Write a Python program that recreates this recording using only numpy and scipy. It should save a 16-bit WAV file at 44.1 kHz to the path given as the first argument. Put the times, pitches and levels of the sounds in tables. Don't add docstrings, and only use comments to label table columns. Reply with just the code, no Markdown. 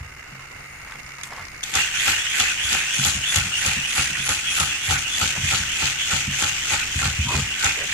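import sys
import numpy as np
from scipy import signal
from scipy.fft import rfft, irfft, next_fast_len
from scipy.io import wavfile
from scipy.ndimage import uniform_filter1d, map_coordinates

SR = 44100
rng = np.random.default_rng(int(sys.argv[2]) if len(sys.argv) > 2 else 0)


def transcribe(signal):
    frames = np.atleast_2d(signal).T
    limited = np.clip(frames, -1, 1)
    pcm = np.round(limited * 32767).astype(np.int16)
    wavfile.write(sys.argv[1], SR, pcm)


N = 349713
T = np.arange(N) / SR

# t/s, track ring/dB, wheel hiss/dB, clack/dB, thud/dB
LAPS = [(1.753, -26, -27.5, -4, -31.5), (2.0787, -23.5, -25.5, -9, -33), (2.3993, -24.5, -26.5, -3, -34),
        (2.7291, -24.5, -27, -6.5, -39), (3.0485, -27, -25.5, -6.5, -26.5), (3.3593, -27, -27.5, -2.5, -22),
        (3.6625, -27, -28, -7, -26), (3.978, -26.5, -27.5, -20, -26.5), (4.291, -28, -28, -6.5, -29.5),
        (4.5998, -27, -28, -5, -25), (4.9083, -28.5, -28, -9.5, -24.5), (5.215, -28.5, -26, -29, -23.5),
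        (5.5252, -27, -27, -18, -24.5), (5.8232, -27.5, -27, -31, -26), (6.122, -27, -27, -14, -25.5),
        (6.4242, -29, -27, -8.5, -30), (6.7218, -28, -27, -12, -28), (7.0285, -28.5, -28, -29, -26),
        (7.3381, -30, -29.5, -20, -20.5), (7.6443, -27.5, -28.5, -4.5, -25)]
# f/Hz, left minus right/dB
CAR_PAN = [(200, 0.5), (500, -5.5), (800, 2), (1100, 7), (1500, -11), (2100, -5.5), (2800, -0.5),
           (3400, 5.5), (4600, 1), (6400, 3), (7600, 8.5), (9000, 15), (10500, -14), (14000, 1)]
LAUNCH_S, RELEASE_S = LAPS[0][0], 1.631

def car():
    lap = lap_position()
    ring_db, hiss_db, *_ = curves(LAPS)
    away = distance(lap, 0.057)
    dip_db = 6.5 * np.exp(-((lap - 0.49) / 0.073) ** 2 - (T - LAUNCH_S) / 1.4)
    run_in_db = np.interp(T, [LAUNCH_S - .025, LAUNCH_S], [-13, 0])
    rolling_db = run_in_db + .4 * wobble(20)
    ring_db = ring_db + rolling_db - 5.5 * away - dip_db
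    hiss_db = hiss_db + rolling_db - 7 * away - .5 * dip_db
    rasp, fine_rasp = (grit(rate=1000, spread_db=1.8, t60=.012) for axle in range(2))
    rolling = loop_ring(ring_db, rasp) + wheel_whirr(ring_db, lap)
    rolling += tyres(hiss_db, fine_rasp, away) + whizz(hiss_db, rasp, lap)
    swing = amp(0.36 * np.outer([1, -1], np.sin(2 * np.pi * lap)))
    released = np.clip((T - RELEASE_S) / .01, 0, 1)
    return released * (swing * rolling + housing_rattle(rasp))


def lap_position():
    starts = np.transpose(LAPS)[0]
    starts = np.append(starts, 2 * starts[-1] - starts[-2])
    return np.interp(T, starts, np.arange(len(starts))) % 1


def distance(lap, place):
    return np.abs(np.sin(np.pi * (lap - place)))


# f/Hz, width/Hz, level/dB
LOOP_NOTES = [(1280, 430, -11.5), (1490, 107, 6.5), (1863, 390, 4.5), (2500, 226, 8.5), (2780, 79, 7.5),
              (3390, 240, -0.5)]

def loop_ring(level_db, rasp):
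    shaking = noise() * rasp
    ring = sum((-1) ** k * amp(2.2 * wobble(34)) * filtered(shaking, body([note]))
               for k, note in enumerate(LOOP_NOTES))
    bass_cut = lambda hz: hz ** 3 / np.hypot(hz ** 3, 400 ** 3)
    return amp(level_db - 0.5) * placed(ring, bass_cut, CAR_PAN)


def wheel_whirr(level_db, lap):
    from_hz, to_hz = 2590, 3436
    descent = (1 + np.tanh((lap - .63) / .18)) / 2
    hz = (from_hz + (to_hz - from_hz) * descent) * (1 + .022 * wobble(28))
    fade_db = 0.5 + 0.5 * (T - LAUNCH_S) + 18 * distance(lap, 0.62) ** 2
    return amp(level_db - fade_db + 2.8 * wobble(45)) * noise_band(hz, width_hz=380)


# f/Hz, level/dB
HISS_TONE = [(1500, -16), (3000, 6), (3800, -3.5), (5100, -7.5), (6000, -0.5), (6900, 0), (7700, -1.5),
             (8500, -9.5), (10500, -18.5), (12500, -16), (15500, -33)]

def tyres(level_db, rasp, away):
    hiss = amp(level_db) * placed(noise() * rasp, shape(HISS_TONE), CAR_PAN)
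    scrub = amp(level_db - 5 - 14 * away ** 2) * rasp * noise_band(4300, width_hz=1750)
    return hiss + scrub * amp([[2], [-2]])


# t/s, upper band level/dB, pitch factor
WHIZZ_CHANGES = [(2, -12.5, 1), (3.5, -10.5, 0.94), (4.4, -7.5, .94), (5.2, -13.5, .95), (6, -17, 0.93)]

def whizz(level_db, rasp, lap):
    bottom_hz, sag_hz = 3758, 704
    upper_db, pitch = curves(WHIZZ_CHANGES)
    glide_hz = (bottom_hz - sag_hz * distance(lap, 0) ** 2) * pitch * (1 + .028 * wobble(25))
    lower, upper = (noise_band(k * glide_hz, width_hz=1400) for k in (2, 3))
    overtones = lower * amp([[-4.5], [-9]]) + amp(upper_db) * upper * amp([[-10], [3]])
    lap_db = 2 - 5.5 * distance(lap, 0.89) ** 2
    return amp(level_db + lap_db + 1.97 * wobble(30)) * rasp * overtones


# f/Hz, width/Hz, level/dB
HOUSING_NOTES = [(241, 215, -10.5), (553, 53, -5), (790, 94, -0.5), (905, 91, -2), (1040, 190, -8.5),
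                 (1377, 109, 1.5)]

def housing_rattle(rasp):
    rest_db, grip_db, rise_s, hold_s, fall_db_per_s = -50.5, -30.5, 0.013, 0.013, 253
    level = np.full(N, amp(rest_db))
    for s, *_ in LAPS:
        span = slice(round(s * SR) - SR // 8, round(s * SR) + SR // 4)
        t = T[span] - s
        rise = np.exp(np.minimum(t, 0) / rise_s)
        level[span] += rise * amp(grip_db - fall_db_per_s * np.maximum(t - hold_s, 0))
    return level * placed(noise() * rasp, body(HOUSING_NOTES), CAR_PAN)


# t/s, crack level/dB, knock above crack/dB
HANDLING = [(0.9208, -32, 3), (0.996, -34.5, -13), (1.234, -17, -8), (1.631, -20, -7), (1.636, -12.5, -9),
            (1.7389, -18.5, -14)]
# t/s from the catch, crack/dB added to the lap's clack,
# knock/dB added to its track ring
ROLLER_HITS = [(-.015, -13.5, 7), (0, -2, 2.5), (0.0131, -10.5, 4.5)]

def strikes():
    handling = [(s, db, db + knock_db) for s, db, knock_db in HANDLING]
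    passes = [(s + lag, clack_db + crack_db, ring_db + knock_db)
              for s, ring_db, _, clack_db, _ in LAPS for lag, crack_db, knock_db in ROLLER_HITS]
    gap, softness = rng.random((80, 2)).T
    times = LAUNCH_S + np.cumsum(-np.log(gap)) / 11
    joints = [(s, db, db) for s, db in zip(times, -24 - 6 * softness)]
    return handling + passes + joints


# f/Hz, level/dB
CRACK_TONE = [(700, -16), (2500, -10), (4500, -3.5), (5600, 2), (6900, 15), (7800, -6), (8800, 3),
              (11000, 0), (15500, -29)]
# f/Hz, width/Hz, level/dB
SHELL_NOTES = [(3390, 250, 5), (5700, 170, -1), (5600, 130, -15), (6060, 140, 0), (6840, 140, -7),
               (7700, 310, -4)]

def clacks():
    times, crack_db, knock_db = np.transpose(strikes())
    strike = lambda db, t60: uniform_filter1d(bursts(times, db, t60), size=36)
    crack = strike(crack_db - 10, t60=.02) * placed(noise(), shape(CRACK_TONE), CAR_PAN)
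    shell = strike(crack_db - 12, t60=.032) * placed(noise(), body(SHELL_NOTES), CAR_PAN)
    knock = strike(knock_db - 6, t60=.03) * placed(noise(), body(LOOP_NOTES), CAR_PAN)
    return crack + shell + knock


# t/s, f/Hz, level/dB
LOUD_CHATTERS = [(1.82, 2743, -26), (2.151, 2804, -30), (3.294, 3460, -29.5), (3.55, 2800, -30),
                 (3.78, 2700, -28.5), (4.48, 3290, -33), (4.61, 1306, -32), (4.736, 2640, -33),
                 (4.95, 1465, -30.5), (5.14, 3450, -31.5), (7.651, 1523, -29.5)]

def wheel_chatter():
    faint_per_s, faint_db, length_s = 4, -34.5, 0.1
    delay, picks = rng.random((32, 2)).T
    times = LAUNCH_S + (np.arange(len(delay)) + 1 + delay) / faint_per_s
    faint = [(s, LOOP_NOTES[-1 - int(pick * len(LOOP_NOTES) / 2)][0], faint_db)
             for s, pick in zip(times, picks) if s < T[-1]]

    def notes(rows):
        s, hz, _ = np.transpose(rows)
        nearest = np.searchsorted((s[1:] + s[:-1]) / 2, T)
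        level = sum(amp(db) * swell(at - length_s / 2, length_s) for at, _, db in rows)
        return level * noise_band(hz[nearest], width_hz=170)
    return notes(LOUD_CHATTERS) + notes(faint)


# multiple of the shaft speed, level/dB
MOTOR_TONES = [(1, 1.5), (2, -25.5), (9, -3.5), (11, -4), (15.2, -8)]
# f/Hz, level/dB
GEAR_TONE = [(200, -20), (400, -12), (620, -7.5), (1000, -8.5), (1300, -4), (1750, -6), (2130, 0.5),
             (2400, -10.5), (2800, -3.5), (3150, -19.5), (7000, -18.5), (8400, -23.5), (9300, -48),
             (9900, -29), (13000, -33.5), (13750, -28), (15000, -45)]
TICK_TONE = [(800, 0), (2200, 15.5), (3300, 0), (5250, 8.5), (5900, 5), (6650, 5), (8000, -5), (12000, -11),
             (15500, -28)]
# t/s, level/dB
TICK_LEVELS = [(.7, -56), (1.2, -47.5), (1.6, -49)]
# f/Hz, left minus right/dB
BOOSTER_PAN = [(60, -2), (110, -5), (200, 4), (380, -3), (700, 5), (1290, -3.5), (2380, -6), (4400, 10),
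               (8120, 7), (15000, -47)]

def booster():
    shaft_hz, hum_db, gear_db, ticks_per_s = 138, -57.5, -44, 66
    turns = np.cumsum(shaft_hz * (1 + 0.00375 * wobble(7.2))) / SR
    hum = sum(amp(hum_db + db + 1.7 * wobble(17)) * np.sqrt(2) * np.sin(2 * np.pi * k * turns)
              for k, db in MOTOR_TONES)
    gears = placed(noise() * grit(rate=440, spread_db=1.5, t60=0.041), shape(GEAR_TONE), BOOSTER_PAN)
    timing, force = rng.standard_normal((600, 2)).T
    beat = np.arange(len(timing))
    pulses = bursts(beat / ticks_per_s + .0014 * timing, 1.4 * force - 5 * (beat % 2), t60=.028)
    ticks = placed(noise() * uniform_filter1d(pulses, size=100), shape(TICK_TONE), BOOSTER_PAN)
    tick_db, = curves(TICK_LEVELS)
    return hum + amp(gear_db) * gears + amp(tick_db + 2) * ticks


# f/Hz, width/Hz, level/dB
WHINE_BANDS = [(2150, 280, -48.5), (6720, 110, -61), (9150, 430, -61.5), (13760, 340, -69)]

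def gear_whine():
    level_db = np.interp(T, [.3, .8], [-6, 0]) + 2 * wobble(3)
    return amp(level_db) * sum(amp(db) * noise_band(hz, width) for hz, width, db in WHINE_BANDS)


# f/Hz, level/dB, fade time/s
BOARD_NOTES = [(67, -7, 0.39), (82.4, 5, 0.14), (102, -14, 0.54), (137.3, 1, 0.37), (182, 1, 0.16),
               (227, -5.5, 0.16), (264, -13, 0.27)]
# t/s, level/dB, boost of the notes above 120 Hz/dB
PAW_STEPS = [(0.004, -29.5, -15), (0.316, -39, 17), (2.643, -33.5, -19), (2.987, -25, 11), (3.15, -28, -6),
             (3.392, -25, -12), (3.447, -29.5, -1), (3.766, -28.5, 1), (4.099, -37, 14), (4.186, -35, 7),
             (4.883, -24.5, -17), (5.373, -27.5, -3), (5.433, -22, -7), (5.594, -27, -4), (6.27, -21.5, -2),
             (6.954, -20.5, -10), (7.059, -20.5, -10), (7.186, -18.5, -13.5), (7.249, -23.5, -2),
             (7.383, -22.5, -3)]

def floor_thuds():
    out, t = np.zeros(N + SR), np.arange(SR // 3) / SR
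    hz, note_db, t60 = np.transpose(BOARD_NOTES)[:, :, None]
    base_hits = [(s + 0.0035, db, -6) for s, *_, db in LAPS]
    soft_start = (1 - np.exp(-t / 0.003)) ** 2
    for s, db, boost_db in base_hits + PAW_STEPS:
        size, detune, phase = rng.standard_normal((3, len(BOARD_NOTES), 1))
        level_db = note_db + 2 * size + (hz > 120) * boost_db - 60 * t / t60
        notes = np.sin(2 * np.pi * hz * (1 + 0.024 * detune) * t + phase)
        ring = np.sum(amp(level_db) * notes, 0) * soft_start
        out[round(s * SR):][:len(t)] += amp(db + 3.5) * ring / np.abs(ring).max()
    return signal.sosfilt(signal.butter(3, 48, 'high', fs=SR, output='sos'), out[:N])


# t/s, length/s, f/Hz, width/Hz, level/dB
RUBS = [(0.846, 0.14, 1330, 1300, -42), (1.238, .054, 8100, 6100, -47), (1.26, 0.2, 1110, 1510, -39),
        (5.346, 0.04, 680, 1100, -33.5), (7.245, 0.15, 1020, 256, -32.5), (7.283, 0.13, 378, 398, -35),
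        (7.76, 0.11, 478, 261, -36)]

def scuffs():
    rub = lambda hz, width: unit(filtered(rng.standard_normal(N), lambda f: body([(hz, width, 0)])(f) ** 2))
    grain = grit(rate=260, spread_db=2.3, t60=.07)
    return grain * sum(amp(db) * swell(s, length) * rub(hz, width) for s, length, hz, width, db in RUBS)


# f/Hz, level/dB
RUMBLE_TONE = [(15, -4), (36, 0), (55, 2), (90, 3), (170, -5.5), (300, -10.5), (800, -30.5)]

def rumble():
    level_db = -50.5 + 0.84 * T + 1.6 * wobble(9)
    return amp(level_db) * unit(filtered(noise(), shape(RUMBLE_TONE)))


# f/Hz, fade time/s
ROOM_FADE = [(200, 0.066), (2000, 0.21), (10000, 0.5)]

def room_echo(x):
    out, size = np.zeros((2, N + 2 * SR)), SR // 4
    for start in range(0, N, size):
        hz, t, spectrum = signal.stft(rng.standard_normal((2, SR // 3)), SR, nperseg=256)
        tail = signal.istft(spectrum * amp(-60 * t / along(ROOM_FADE, hz)[:, None]), SR, nperseg=256)[1]
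        echo = signal.fftconvolve(x[:, start:start + size], tail / np.linalg.norm(tail[0]), axes=1)
        out[:, start:start + echo.shape[1]] += echo
    return out[:, :N]


# f/Hz, likeness (1 is the same, -1 is opposite)
LIKENESS = [(100, 1), (280, 0.84), (600, -0.61), (800, -0.11), (1100, 0.37), (1500, 0.8), (2300, -0.11),
            (4000, -0.18)]

def noise():
    turn = lambda hz: np.arccos(np.clip(along(LIKENESS, hz), -1, 1)) / 2
    shares = lambda hz: np.array([np.cos(turn(hz)), np.sin(turn(hz))])
    mid, side = filtered(rng.standard_normal((2, N)), shares)
    return np.array([mid + side, mid - side])


def noise_band(centre_hz, width_hz):
    slow = filtered(rng.standard_normal((2, 2, N)), lambda hz: 1 / (1 + (hz / width_hz) ** 2) ** 2)
    phase = 2 * np.pi * np.cumsum(centre_hz * np.ones(N)) / SR
    return unit(slow[0] * np.cos(phase) + slow[1] * np.sin(phase))


def bursts(times, db, t60):
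    power = np.bincount(np.clip(np.round(times * SR).astype(int), 0, N), amp(db) ** 2, N + 1)[:N]
    return np.sqrt(signal.lfilter([1], [1, -amp(-120 / (t60 * SR))], power))


def grit(rate, spread_db, t60):
    gap, size = rng.random((12000, 2)).T
    times = np.cumsum(-np.log(gap)) / rate
    return unit(bursts(times, -spread_db * np.log(size + .01), t60))


def swell(s, length):
    out, size = np.zeros(N + SR), round(length * SR)
    out[round(s * SR):][:size] = np.sin(np.linspace(0, np.pi, size))
    return out[:N]


def wobble(rate):
    return map_coordinates(rng.standard_normal(int(N * rate / SR) + 4), [T * rate])


def placed(x, response, pan):
    def gains(hz):
        pair = amp(np.outer([.5, -.5], along(pan, hz)))
        return response(hz) * pair / np.linalg.norm(pair, axis=0)
    return unit(filtered(x, gains))


def filtered(x, response):
    size = next_fast_len(x.shape[-1] + 8192)
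    return irfft(rfft(x, size) * response(np.fft.rfftfreq(size, 1 / SR)), size)[..., :x.shape[-1]]


def shape(tone):
    return lambda hz: amp(along(tone, hz))


def body(notes):
    return lambda f: sum((-1) ** k * amp(db) * 1j * f * width / (hz * hz - f * f + 1j * f * width)
                         for k, (hz, width, db) in enumerate(notes))


def along(points, hz):
    f, values = np.transpose(points)
    return np.interp(np.log(hz + 1), np.log(f + 1), values)


def curves(rows):
    times, *columns = np.transpose(rows)
    return [np.interp(T, times, column) for column in columns]


def amp(db):
    return 10 ** (np.asarray(db) / 20)


def unit(x):
    return x / np.sqrt(np.mean(np.atleast_2d(x).mean(0) ** 2) + 1e-20)


def scene():
    toy = gear_whine() + booster() + car() + wheel_chatter() + clacks() + scuffs()
    return toy + rumble() + amp(-10) * room_echo(toy) + floor_thuds()


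def record(dry):
    ceiling, top_hz = .9, 15400
    rounded = dry / (1 + np.abs(dry / ceiling) ** 6) ** (1 / 6)
    return filtered(rounded, lambda hz: hz < top_hz)


dry = scene()
out = record(dry)
transcribe(out)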